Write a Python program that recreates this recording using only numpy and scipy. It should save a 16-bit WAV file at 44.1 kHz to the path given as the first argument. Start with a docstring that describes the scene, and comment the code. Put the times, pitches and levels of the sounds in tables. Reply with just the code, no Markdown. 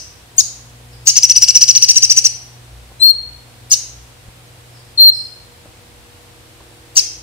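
"""Caged sunbird singing indoors

A sunbird sings a hand's width from a small stereo microphone and overloads it: arched chirps, a rasping trill,
two plain whistles. Its voice is swept tones roughened by rattling snaps; thin steady resonances fade after the
trill, and decaying noise gives the hard room. Another bird calls faintly further off, heard only as echo.
Decaying sines and noise bump the cage softly; wavering sines hum like a mains appliance over rumble and air."""
import sys
import numpy as np
from scipy import signal
from scipy.fft import rfft, irfft, next_fast_len
from scipy.io import wavfile
from scipy.ndimage import map_coordinates

SR = 44100
rng = np.random.default_rng(int(sys.argv[2]) if len(sys.argv) > 2 else 0)


def waveform_to_disk(signal):
    """Save audio, clipped to [-1, 1], as 16-bit WAV at the path in sys.argv[1]."""
    frames = np.transpose(np.atleast_2d(signal))
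    scaled = np.clip(frames, -1, 1) * 32767
    samples = np.round(scaled).astype(np.int16)
    wavfile.write(sys.argv[1], SR, samples)


N = 318402
LEAD = SR // 4   # the song is already under way: samples before time zero
TIME = np.arange(-LEAD, N) / SR   # s

# lowest tone near 60 Hz, uneven where hum, rumble and bumps mingle, before its trim: (time [s], level [dB])
LOW_HUM_LEVEL = [(0.0, -66), (0.04, -56), (.97, -43), (1.2, -52), (2.1, -47), (2.65, -53.5), (2.73, -38),
                 (3.04, -54), (3.36, -42.5), (3.58, -66), (3.96, -43), (4.24, -66), (4.28, -41),
                 (4.36, -53), (7.22, -58)]
# the steadier tone near 120 Hz: (time [s], level [dB])
HUM_OCTAVE_LEVEL = [(0.0, -55), (0.78, -44.5), (5.41, -49), (6.05, -57.5), (6.29, -54), (7.22, -53)]
# a 322 Hz drone, stronger towards the end: (time [s], level [dB])
DRONE_LEVEL = [(0, -68), (4.9, -72.5), (6.8, -55.5), (7.22, -56.5)]
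# upper hum partials: (frequency [Hz], level [dB])
HUM_PARTIALS = [(161, -65.5), (181, -86.5), (241, -64), (301.5, -68), (361, -64.5), (480.5, -62),
                (640, -76), (722, -69), (770, -66.5), (963, -70.5)]
# colour of the low room rumble: (frequency [Hz], density [dB per Hz])
RUMBLE_COLOUR = [(20, -28.5), (40, -2.5), (58, 6.5), (75, 3.5), (100, 9.5), (150, -11.5), (250, -24.5)]
# colour of the room air: (frequency [Hz], density [dB per Hz])
AIR_COLOUR = [(20, -13), (100, 5), (200, 0), (400, -2), (500, 2.5), (800, 0.5), (1200, -2.5), (2500, -3.5),
              (4000, -4.5), (6500, -10), (8500, -7.5), (11000, -13), (14000, -16), (15500, -25.5)]
# how alike the two channels of the rumble and air are: (frequency [Hz], correlation [-1 to 1])
STEREO_LIKENESS = [(60, 1), (150, 0.38), (300, 0.84), (600, 0.099), (1500, 0.01298), (15000, 0.032)]

# reverberation time: (frequency [Hz], decay by 60 dB [s])
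ROOM_T60 = [(2000, 0.68), (4300, 0.58), (6500, 0.47), (13000, 0.38)]
# tone colour of the reverberant tail: (frequency [Hz], gain [dB])
ROOM_COLOUR = [(2000, 5.5), (2900, 1.5), (4000, 0), (7000, -3.5), (8200, 4.5), (10000, 3), (15000, -3)]
# bearing of the sunbird: (time [s], delay of the left port behind the right [ms])
BEARING = [(.45, 0.34), (1.07, 0.14), (1.2, 0.018), (1.69, 0.041), (1.77, 0.061), (1.835, 0.066),
           (1.9, 0.095), (1.97, .11), (2.15, 0.13), (3.05, 0.15), (3.72, 0.23), (5, .32), (7, 0.27)]

# colour of the rattling membranes, and of the breath in a whistle: (frequency [Hz], density [dB per Hz])
RASP_COLOUR = [(1200, -39), (2200, -23.5), (2900, -13), (3500, -25), (4600, -1), (5800, -1.5),
               (7200, -11.5), (8500, -23.5), (11000, -15), (15000, -31)]
# colour of the hiss at the beak: (frequency [Hz], density [dB per Hz])
BEAK_HISS = [(3000, -25.5), (6500, -41), (7500, 2.5), (8500, -1.5), (10000, -8), (11000, -14), (12000, -11),
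             (14000, -5), (15500, -11.5)]
# single chirps, levels before the drive:
# (time [s], length [s], start [Hz], top [Hz], end [Hz], level [dB], roughness [0-1])
CHIRPS = [ (-.11, 0.043, 4542, 6135, 4656, -5, 0.56), (.380, .033, 6063, 6798, 4614, 2.5, 0.06),
          (1.069, .037, 5760, 6613, 4907, 1.5, .75), (3.713, .034, 4970, 6735, 4890, 1.5, .5),
          (6.965, .035, 5400, 6360, 4670, 1, 0.64)]
# the other side of the syrinx sings a weaker, lower arch under some chirps:
# (time [s], length [s], start [Hz], top [Hz], end [Hz], level [dB], roughness [0-1])
LOW_VOICE = [ (0.384, 0.028, 4330, 4900, 3632, -9, 0.2), (3.722, 0.023, 4000, 4350, 3590, -15, 0.1),
             (6.977, 0.023, 3000, 3445, 2030, -22.5, 0.9)]
# falling slurs of the other bird, levels before the room: (time [s], length [s], level [dB])
FAR_CALLS = [(0.894, 0.053, -34.5), (4.7, 0.09, -37), (5.102, 0.074, -20)]
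# notes of the trill, levels before the drive:
# (time [s], length [s], start [Hz], top [Hz], end [Hz], level [dB], roughness [0-1], rasp [dB])
TRILL = [ (1.163, .028, 4500, 6220, 4913, 1, 0.58, -12.5), (1.23, .026, 4300, 6064, 4864, 3, 0.13, -13.5),
         (1.296, 0.027, 4600, 6013, 4750, 0.5, 0.07, -11.5),
         (1.360, 0.027, 4400, 6010, 4453, 1.5, 0.05, -13.5),
         (1.421, 0.025, 4500, 5910, 4454, 4.5, 0.13, -10.5), (1.484, 0.026, 4200, 5885, 4234, 1, 0.09, -10),
         (1.553, .024, 4900, 5977, 4641, 5.5, .16, -10), (1.616, .027, 4500, 5983, 4295, 4.5, .16, -8.5),
         (1.685, 0.029, 4400, 5963, 4410, 3, .1, -9.5), (1.756, .025, 4700, 6030, 4737, 1.5, .12, -7),
         (1.823, 0.024, 4200, 5995, 4942, 3, 0.12, -6.5), (1.891, .024, 4500, 5976, 4990, 3, .1, -4.5),
         (1.961, 0.024, 4800, 6026, 5110, 2.5, .1, -6.5), (2.028, .025, 4800, 6093, 4950, 1.5, 0.11, -7),
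         (2.103, 0.022, 4700, 6033, 5013, 2.5, 0.21, -6.5), (2.171, .021, 4900, 6080, 5050, 3.5, .1, -7),
         (2.248, 0.022, 4900, 6040, 4850, 2.5, .1, -7.5)]
# thin steady resonances fed by the trill, fading after it: (frequency [Hz], gain [dB], decay by 60 dB [s])
THIN_RINGS = [(7244, -1, .4), (9475, 7, .7), (10853, 3, .7), (12560, 3, .5)]
# dry ticks of the voice around the trill notes: (time [s], level [dB])
TICKS = [(1.548, -16.5), (1.891, -9), (1.946, -12.5), (1.959, -4.5)]
# soft bumps on the cage: (time [s], thud level [dB], pitch [Hz], tick level [dB])
BUMPS = [(2.914, -44, 95, -35.5), (4.285, -21, 82, -41), (5.654, -54, 130, -38), (6.605, -42, 140, -37)]
# whistles: (time [s], length [s], swell time [s], swell depth [dB], level [dB], octave level [dB],
# right port gain [dB])
WHISTLES = [ (2.995, 0.1243, 0.038, 34.5, 4.5, -25.5, -10.5), (4.974, 0.1335, 0.036, 13, 4.5, -31.5, -6.5)]
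# wavering pitch, one list for each whistle: (time [s], pitch [Hz])
WHISTLE_PITCH = [
    [(2.999, 4045), (3.043, 4242), (3.093, 4333), (3.112, 4250), (3.12, 4020)],
    [(4.979, 4310), (4.99, 4094), (5.003, 4250), (5.028, 4158), (5.038, 4247), (5.044, 4215), (5.062, 4280),
     (5.078, 4152), (5.098, 4210), (5.107, 4000)],
]

CHIRP_RIGHT_DB, TRILL_RIGHT_DB = -8.5, -5.5   # direct sound at the right port
ROOM_RIGHT_DB = -0.5   # the room answers more weakly on the right
OCTAVE_RIGHT_DB = 1   # the octave of a whistle beams towards the right port
SNAPS_PER_S, SNAP_CYCLES, SNAP_SPREAD_DB = 6000, 50, 4   # tiny snaps of the rasp, each ringing briefly
BUZZ_HZ, BUZZ_WANDER = 476.4, 0.18   # a rough note breaks into strokes at about this rate, by this fraction
FAR_TOP_HZ, FAR_FALL_HZ = 5580, 1390   # where a slur starts and how far it falls
RELEASE_S = 0.0081   # a whistle stops quickly
CUTOFF_HZ = 15600


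def from_db(db):
    """Decibels to gain."""
    return 10 ** (np.asarray(db) / 20)


def rms_one(x):
    """Scale to rms 1."""
    return x / np.sqrt(np.mean(x ** 2) + 1e-20)


def in_time(rows):
    """Each column of a curve at every sample."""
    s, *columns = np.transpose(rows)
    return [np.interp(TIME, s, c) for c in columns]


def at_hz(points, hz):
    """Read a table on a log-frequency axis."""
    f, value = np.transpose(points)
    return np.interp(np.log(np.maximum(hz, 1)), np.log(f), value)


def noise(spectrum):
    """Noise of a given colour, rms 1."""
    size = next_fast_len(len(TIME))
    hz = np.fft.rfftfreq(size, 1 / SR)
    coloured = rfft(rng.standard_normal(size)) * from_db(at_hz(spectrum, hz))
    return rms_one(irfft(coloured, size)[:len(TIME)])


def wobble(rate_hz):
    """Random motion up to a given rate, spread 1."""
    knots = np.arange(TIME[0], TIME[-1] + 1, .5 / rate_hz)
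    return rms_one(np.interp(TIME, knots, rng.standard_normal(len(knots))))


def diffuse(spectrum):
    """Stereo noise from all sides: more alike in the bass than in the treble, rms 1."""
    size = next_fast_len(len(TIME))
    hz = np.fft.rfftfreq(size, 1 / SR)
    alike = np.clip(at_hz(STEREO_LIKENESS, hz), -1, 1)
    mid, side = rfft(rng.standard_normal((2, size))) * from_db(at_hz(spectrum, hz))
    both = np.sqrt(1 + alike) * mid + np.sqrt(1 - alike) * side * [[1], [-1]]
    return rms_one(irfft(both, size)[:, :len(TIME)])


def background(low_trim_db=-2.0, octave_trim_db=0.0, low_waver_db=3.0, octave_waver_db=2.0, rumble_db=-50, air_db=-45.5):
    """Hum of wavering partials, over low rumble and room air."""
    low_db, = in_time(LOW_HUM_LEVEL)
    high_db, = in_time(HUM_OCTAVE_LEVEL)
    drone_db, = in_time(DRONE_LEVEL)
    partials = [
        (59.8, low_db + low_trim_db + low_waver_db * wobble(3.5)),
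        (120.6, high_db + octave_trim_db + octave_waver_db * wobble(3.7)),
        (322, drone_db)]
    partials += [(hz, db + 3 * wobble(1.312)) for hz, db in HUM_PARTIALS]
    hum = 0
    for hz, db in partials:
        phase = 2 * np.pi * hz * TIME + 0.372 * wobble(0.91)
        hum = hum + from_db(db) * np.sqrt(2) * np.sin(phase)   # sqrt(2): level is rms
    rumble = from_db(rumble_db) * diffuse(RUMBLE_COLOUR)
    air = from_db(air_db) * diffuse(AIR_COLOUR)
    return hum * from_db([[.4], [-.4]]) + rumble + air


def room(x, near_db=-16, near_s=0.0042, tail_db=-16, gap_s=0.00093):
    """Quick scatter from cage and wall, then a diffuse tail whose treble dies first."""
    t = np.arange(SR * 3 // 4) / SR
    edges, tail = np.geomspace(1000, 17000, 7), 0
    for low, high in zip(edges, edges[1:]):
        band_filter = signal.butter(2, [low, high], "band", fs=SR, output="sos")
        band = signal.sosfilt(band_filter, rng.standard_normal((2, len(t))))
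        tail = tail + band * from_db(-60 * t / at_hz(ROOM_T60, np.sqrt(low * high)))
    colour = from_db(at_hz(ROOM_COLOUR, np.fft.rfftfreq(len(t), 1 / SR)))
    tail = irfft(rfft(tail) * colour, len(t))
    tail = tail * np.clip(t / gap_s - 1, 0, 1)   # silent until gap_s, full at twice that
    near = rng.standard_normal((2, len(t))) * np.exp(-t / near_s) * np.clip(t / 0.00064 - 1, 0, 1)
    response = (from_db(near_db) * rms_one(near) + from_db(tail_db) * rms_one(tail)) / np.sqrt(len(t))
    return signal.fftconvolve(x[None], response, axes=1)[:, :len(x)] * from_db([[0], [ROOM_RIGHT_DB]])


def ports(x, right_db):
    """The direct sound reaches the two ports at slightly different times and strengths."""
    lag_ms, = in_time(BEARING)
    early = map_coordinates(x, [np.arange(len(x)) + lag_ms * SR / 1000], order=3)
    return np.array([x, from_db(right_db) * early])


def syrinx(hz, octave_db, half_db=-70, blur=0.48):
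    """A nearly pure tone with an unsteady octave; uneven cycles add a line an octave below."""
    phase = 2 * np.pi * np.cumsum(hz) / SR
    slip = blur * np.pi * wobble(350)
    octave = from_db(octave_db) * np.sin(2 * phase + slip)
    half = from_db(half_db) * np.sin(phase / 2 + slip)
    return np.sin(phase) + octave + half


def ring(x, hz, t60):
    """A two-pole resonance with gain 1 at its peak, dying by 60 dB in t60 seconds."""
    r = from_db(-60 / (t60 * SR))
    feedback = [1, -2 * r * np.cos(2 * np.pi * hz / SR), r * r]
    return signal.lfilter((1 - r * r) / 2 * np.array([1, 0, -1]), feedback, x + 1e-18)


def rattle(count=24):
    """Snaps of the membranes at random moments, each dealt one of a set of pitches; rms 1."""
    born = np.flatnonzero(rng.random(len(TIME)) < SNAPS_PER_S / SR)
    sizes = from_db(SNAP_SPREAD_DB * rng.standard_normal(len(born))) * rng.choice([-1, 1], len(born))
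    dealt, out = rng.integers(0, count, len(born)), 0
    for k, hz in enumerate(np.geomspace(1500, 10000, count)):
        snaps = np.zeros(len(TIME))
        snaps[born] = sizes * (dealt == k)
        ringing = ring(ring(snaps, hz, SNAP_CYCLES / hz), hz, SNAP_CYCLES / hz / 2)
        out = out + from_db(at_hz(RASP_COLOUR, hz)) * ringing
    return rms_one(out)


def arches(notes, rise_s, fall_curve, off_top_db, flutter, shake, rasp_s, closing_db, hiss_db, rough_hiss,
           beak_db, half_db, lead_db, lead_s=0.025, edge_s=0.002, rasp_lead_s=0.00038):
    """Each note is one arch of pitch, loudest at its top; the membranes rattle as they start and stop."""
    hz, force, rough, rasp, lead = np.zeros((5, len(TIME)))
    for s, length, start_hz, top_hz, end_hz, level_db, roughness, rasp_db in notes:
        near = slice(*np.searchsorted(TIME, [s - length / 2, s + length * 1.5]))
        t = TIME[near] - s
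        rising = np.clip(1 - t / rise_s, 0, 1) ** 2.5
        falling = np.clip((t - rise_s) / (length - rise_s), 0, 1) ** fall_curve
        sag_hz = rising * (top_hz - start_hz) + falling * (top_hz - end_hz)
        hz[near] = top_hz - sag_hz
        # the tone weakens by off_top_db for each kHz below its top
        edges = np.clip(np.minimum(t, length - t) / edge_s, 0, 1)
        force[near] = from_db(level_db + off_top_db * sag_hz / 1000) * edges
        # a faint high noise fades in before the arch and stops at its top
        lead[near] = from_db(level_db + lead_db) * np.clip(1 + t / lead_s, 0, 1) * (t < rise_s)
        rough[near] = roughness
        opening = np.exp(-.5 * ((t + rasp_lead_s) / rasp_s) ** 2)
        closing = np.exp(-.5 * ((t - length) / rasp_s) ** 2)
        rasp[near] = from_db(rasp_db) * (opening + from_db(closing_db) * closing)
    buzz_phase = 2 * np.pi * np.cumsum(BUZZ_HZ * (1 + BUZZ_WANDER * wobble(250))) / SR
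    strokes = np.sin(buzz_phase) + 0.55 * wobble(300)
    fluttering_hz = hz * (1 + flutter * rough * wobble(1100))
    tone = syrinx(fluttering_hz, octave_db=-40.0, half_db=half_db) * force * (1 + shake * rough * strokes)
    rasping = rattle() * (rasp + force * (from_db(hiss_db) + rough_hiss * rough))
    return tone + rasping + (from_db(beak_db) * force + lead) * noise(BEAK_HISS)


def chirps(drive_db=2.27, rasp_db=-13):
    """Long single arches; the rougher a chirp, the more it rasps."""
    notes = []
    for *shape, level_db, rough in CHIRPS:
        note_rasp_db = rasp_db + 20 * np.log10(max(rough, 1e-3))
        notes.append((*shape, level_db + drive_db, rough, note_rasp_db))
    return arches(notes, rise_s=.0115, fall_curve=1.6, off_top_db=-5.5, flutter=.04, shake=1.0, rasp_s=0.0049,
                  closing_db=2.5, hiss_db=-25.0, rough_hiss=0.39, beak_db=-19, half_db=-34.0, lead_db=-34,
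                  edge_s=0.00362)


def low_voice(rasp_db=-32):
    """The other side of the syrinx: weaker, lower arches under some chirps."""
    notes = [(*row, rasp_db) for row in LOW_VOICE]
    return arches(notes, rise_s=0.012, fall_curve=0.808, off_top_db=-4, flutter=0.021, shake=0.38, rasp_s=.003,
                  closing_db=10, hiss_db=-42, rough_hiss=0.084, beak_db=-26, half_db=-55.5, lead_db=-40)


def far_bird(fall_curve=2.0, octave_db=-19, hiss_db=-16):
    """Each slur swells, tips over and falls away in pitch."""
    hz, force = np.zeros((2, len(TIME)))
    for s, length, level_db in FAR_CALLS:
        near = slice(*np.searchsorted(TIME, [s, s + length]))
        part = np.clip((TIME[near] - s) / length, 0, 1)
        hz[near] = FAR_TOP_HZ - FAR_FALL_HZ * part ** fall_curve
        force[near] = from_db(level_db) * np.sin(np.pi * part ** 1.14)
    return force * (syrinx(hz, octave_db) + from_db(hiss_db) * noise(BEAK_HISS))


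def trill(drive_db=1.1):
    """Short arches, about fifteen a second."""
    notes = [(*shape, level_db + drive_db, rough, rasp_db) for *shape, level_db, rough, rasp_db in TRILL]
    return arches(notes, rise_s=0.0089, fall_curve=2.1, off_top_db=-5.5, flutter=0.046, shake=0.87, rasp_s=0.0043,
                  closing_db=-4.0, hiss_db=-28.0, rough_hiss=0.23, beak_db=-23.5, half_db=-25.0, lead_db=-47.5)


def thin_rings(x):
    """Thin steady resonances driven by the sound they are fed, fading after it."""
    return sum(from_db(db) * ring(x, hz, t60) for hz, db, t60 in THIN_RINGS)


def ticks(tick_s=0.00078):
    """A few milliseconds of rattle with no tone."""
    force = 0
    for s, db in TICKS:
        force = force + from_db(db) * np.exp(-np.minimum(.5 * ((TIME - s) / tick_s) ** 2, 20))
    return rattle() * force


def bumps(thud_s=0.0024, tick_s=0.0088, attack_s=0.0014):
    """A dull thud of the frame, a fast-dying sine, with a short woody tick of noise."""
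    thud, tick = np.zeros((2, len(TIME)))
    for s, level_db, hz, tick_db in BUMPS:
        t = np.maximum(TIME - s, 0)
        thud -= from_db(level_db) * np.sin(2 * np.pi * hz * t) * np.exp(-np.minimum(t / thud_s, 20))
        tick += from_db(tick_db) * np.minimum(t / attack_s, 1) * np.exp(-np.minimum(t / tick_s, 20))
    # tick colour: (frequency [Hz], density [dB per Hz])
    return thud + tick * noise([(100, -1.0), (400, -1), (900, -5.0), (2500, -28), (10000, -38)])


def whistle(s, length, swell_s, swell_db, level_db, octave_db, pitch, quiver=0.003, tremor_db=1.36,
            hiss_db=-53, octave_lead=0.73, attack_s=0.0068):
    """A held tone that swells, trembles and stops; its breathy octave stands out while it is soft."""
    t = np.clip(TIME - s, 0, length)
    hz, = in_time(pitch)
    soft_db = swell_db * np.clip(1 - t / swell_s, 0, 1) ** 1.15
    attack = np.clip(t / attack_s, 0, 1)
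    release = np.clip((length - t) / RELEASE_S, 0, 1) ** 2
    force = from_db(level_db - soft_db + tremor_db * wobble(60)) * attack * release
    quivering_hz = hz * (1 + quiver * wobble(450))
    tone = syrinx(quivering_hz, octave_db - level_db + octave_lead * soft_db, blur=0.51)
    return force * (tone + from_db(hiss_db) * noise(RASP_COLOUR))


def beamed(x, right_db):
    """A whistle at the ports: the tone favours the left, its octave the right."""
    octave = signal.sosfiltfilt(signal.butter(6, 6500, "high", fs=SR, output="sos"), x)
    return ports(x - octave, right_db) + ports(octave, OCTAVE_RIGHT_DB)


def scene(far_room_db=21, trill_room_db=1.5, chirp_room_db=3.0):
    """The near bird is heard directly and through the room, the far bird only as echo from the next room."""
    single = chirps() + low_voice()
    run = trill() + ticks()
    whistles = [whistle(*row[:-1], pitch) for row, pitch in zip(WHISTLES, WHISTLE_PITCH)]
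    far, _ = room(far_bird())   # the next room, one channel
    direct = ports(single, CHIRP_RIGHT_DB) + ports(run, TRILL_RIGHT_DB)
    direct = direct + sum(beamed(w, row[-1]) for w, row in zip(whistles, WHISTLES))
    echo = room(from_db(chirp_room_db) * single + from_db(trill_room_db) * run + from_db(far_room_db) * far)
    echo = echo + room(sum(whistles), near_db=-23, tail_db=-17)
    return (direct + echo + thin_rings(run) + bumps() + background())[:, LEAD:]


def record(dry, knee=6.12):
    """The loud notes flatten at full scale with a narrow knee; the top is cut."""
    clipped = dry / (1 + np.abs(dry) ** knee) ** (1 / knee)
    return signal.sosfilt(signal.ellip(10, .1, 85, CUTOFF_HZ, fs=SR, output="sos"), clipped)


dry = scene()
out = record(dry)
waveform_to_disk(out)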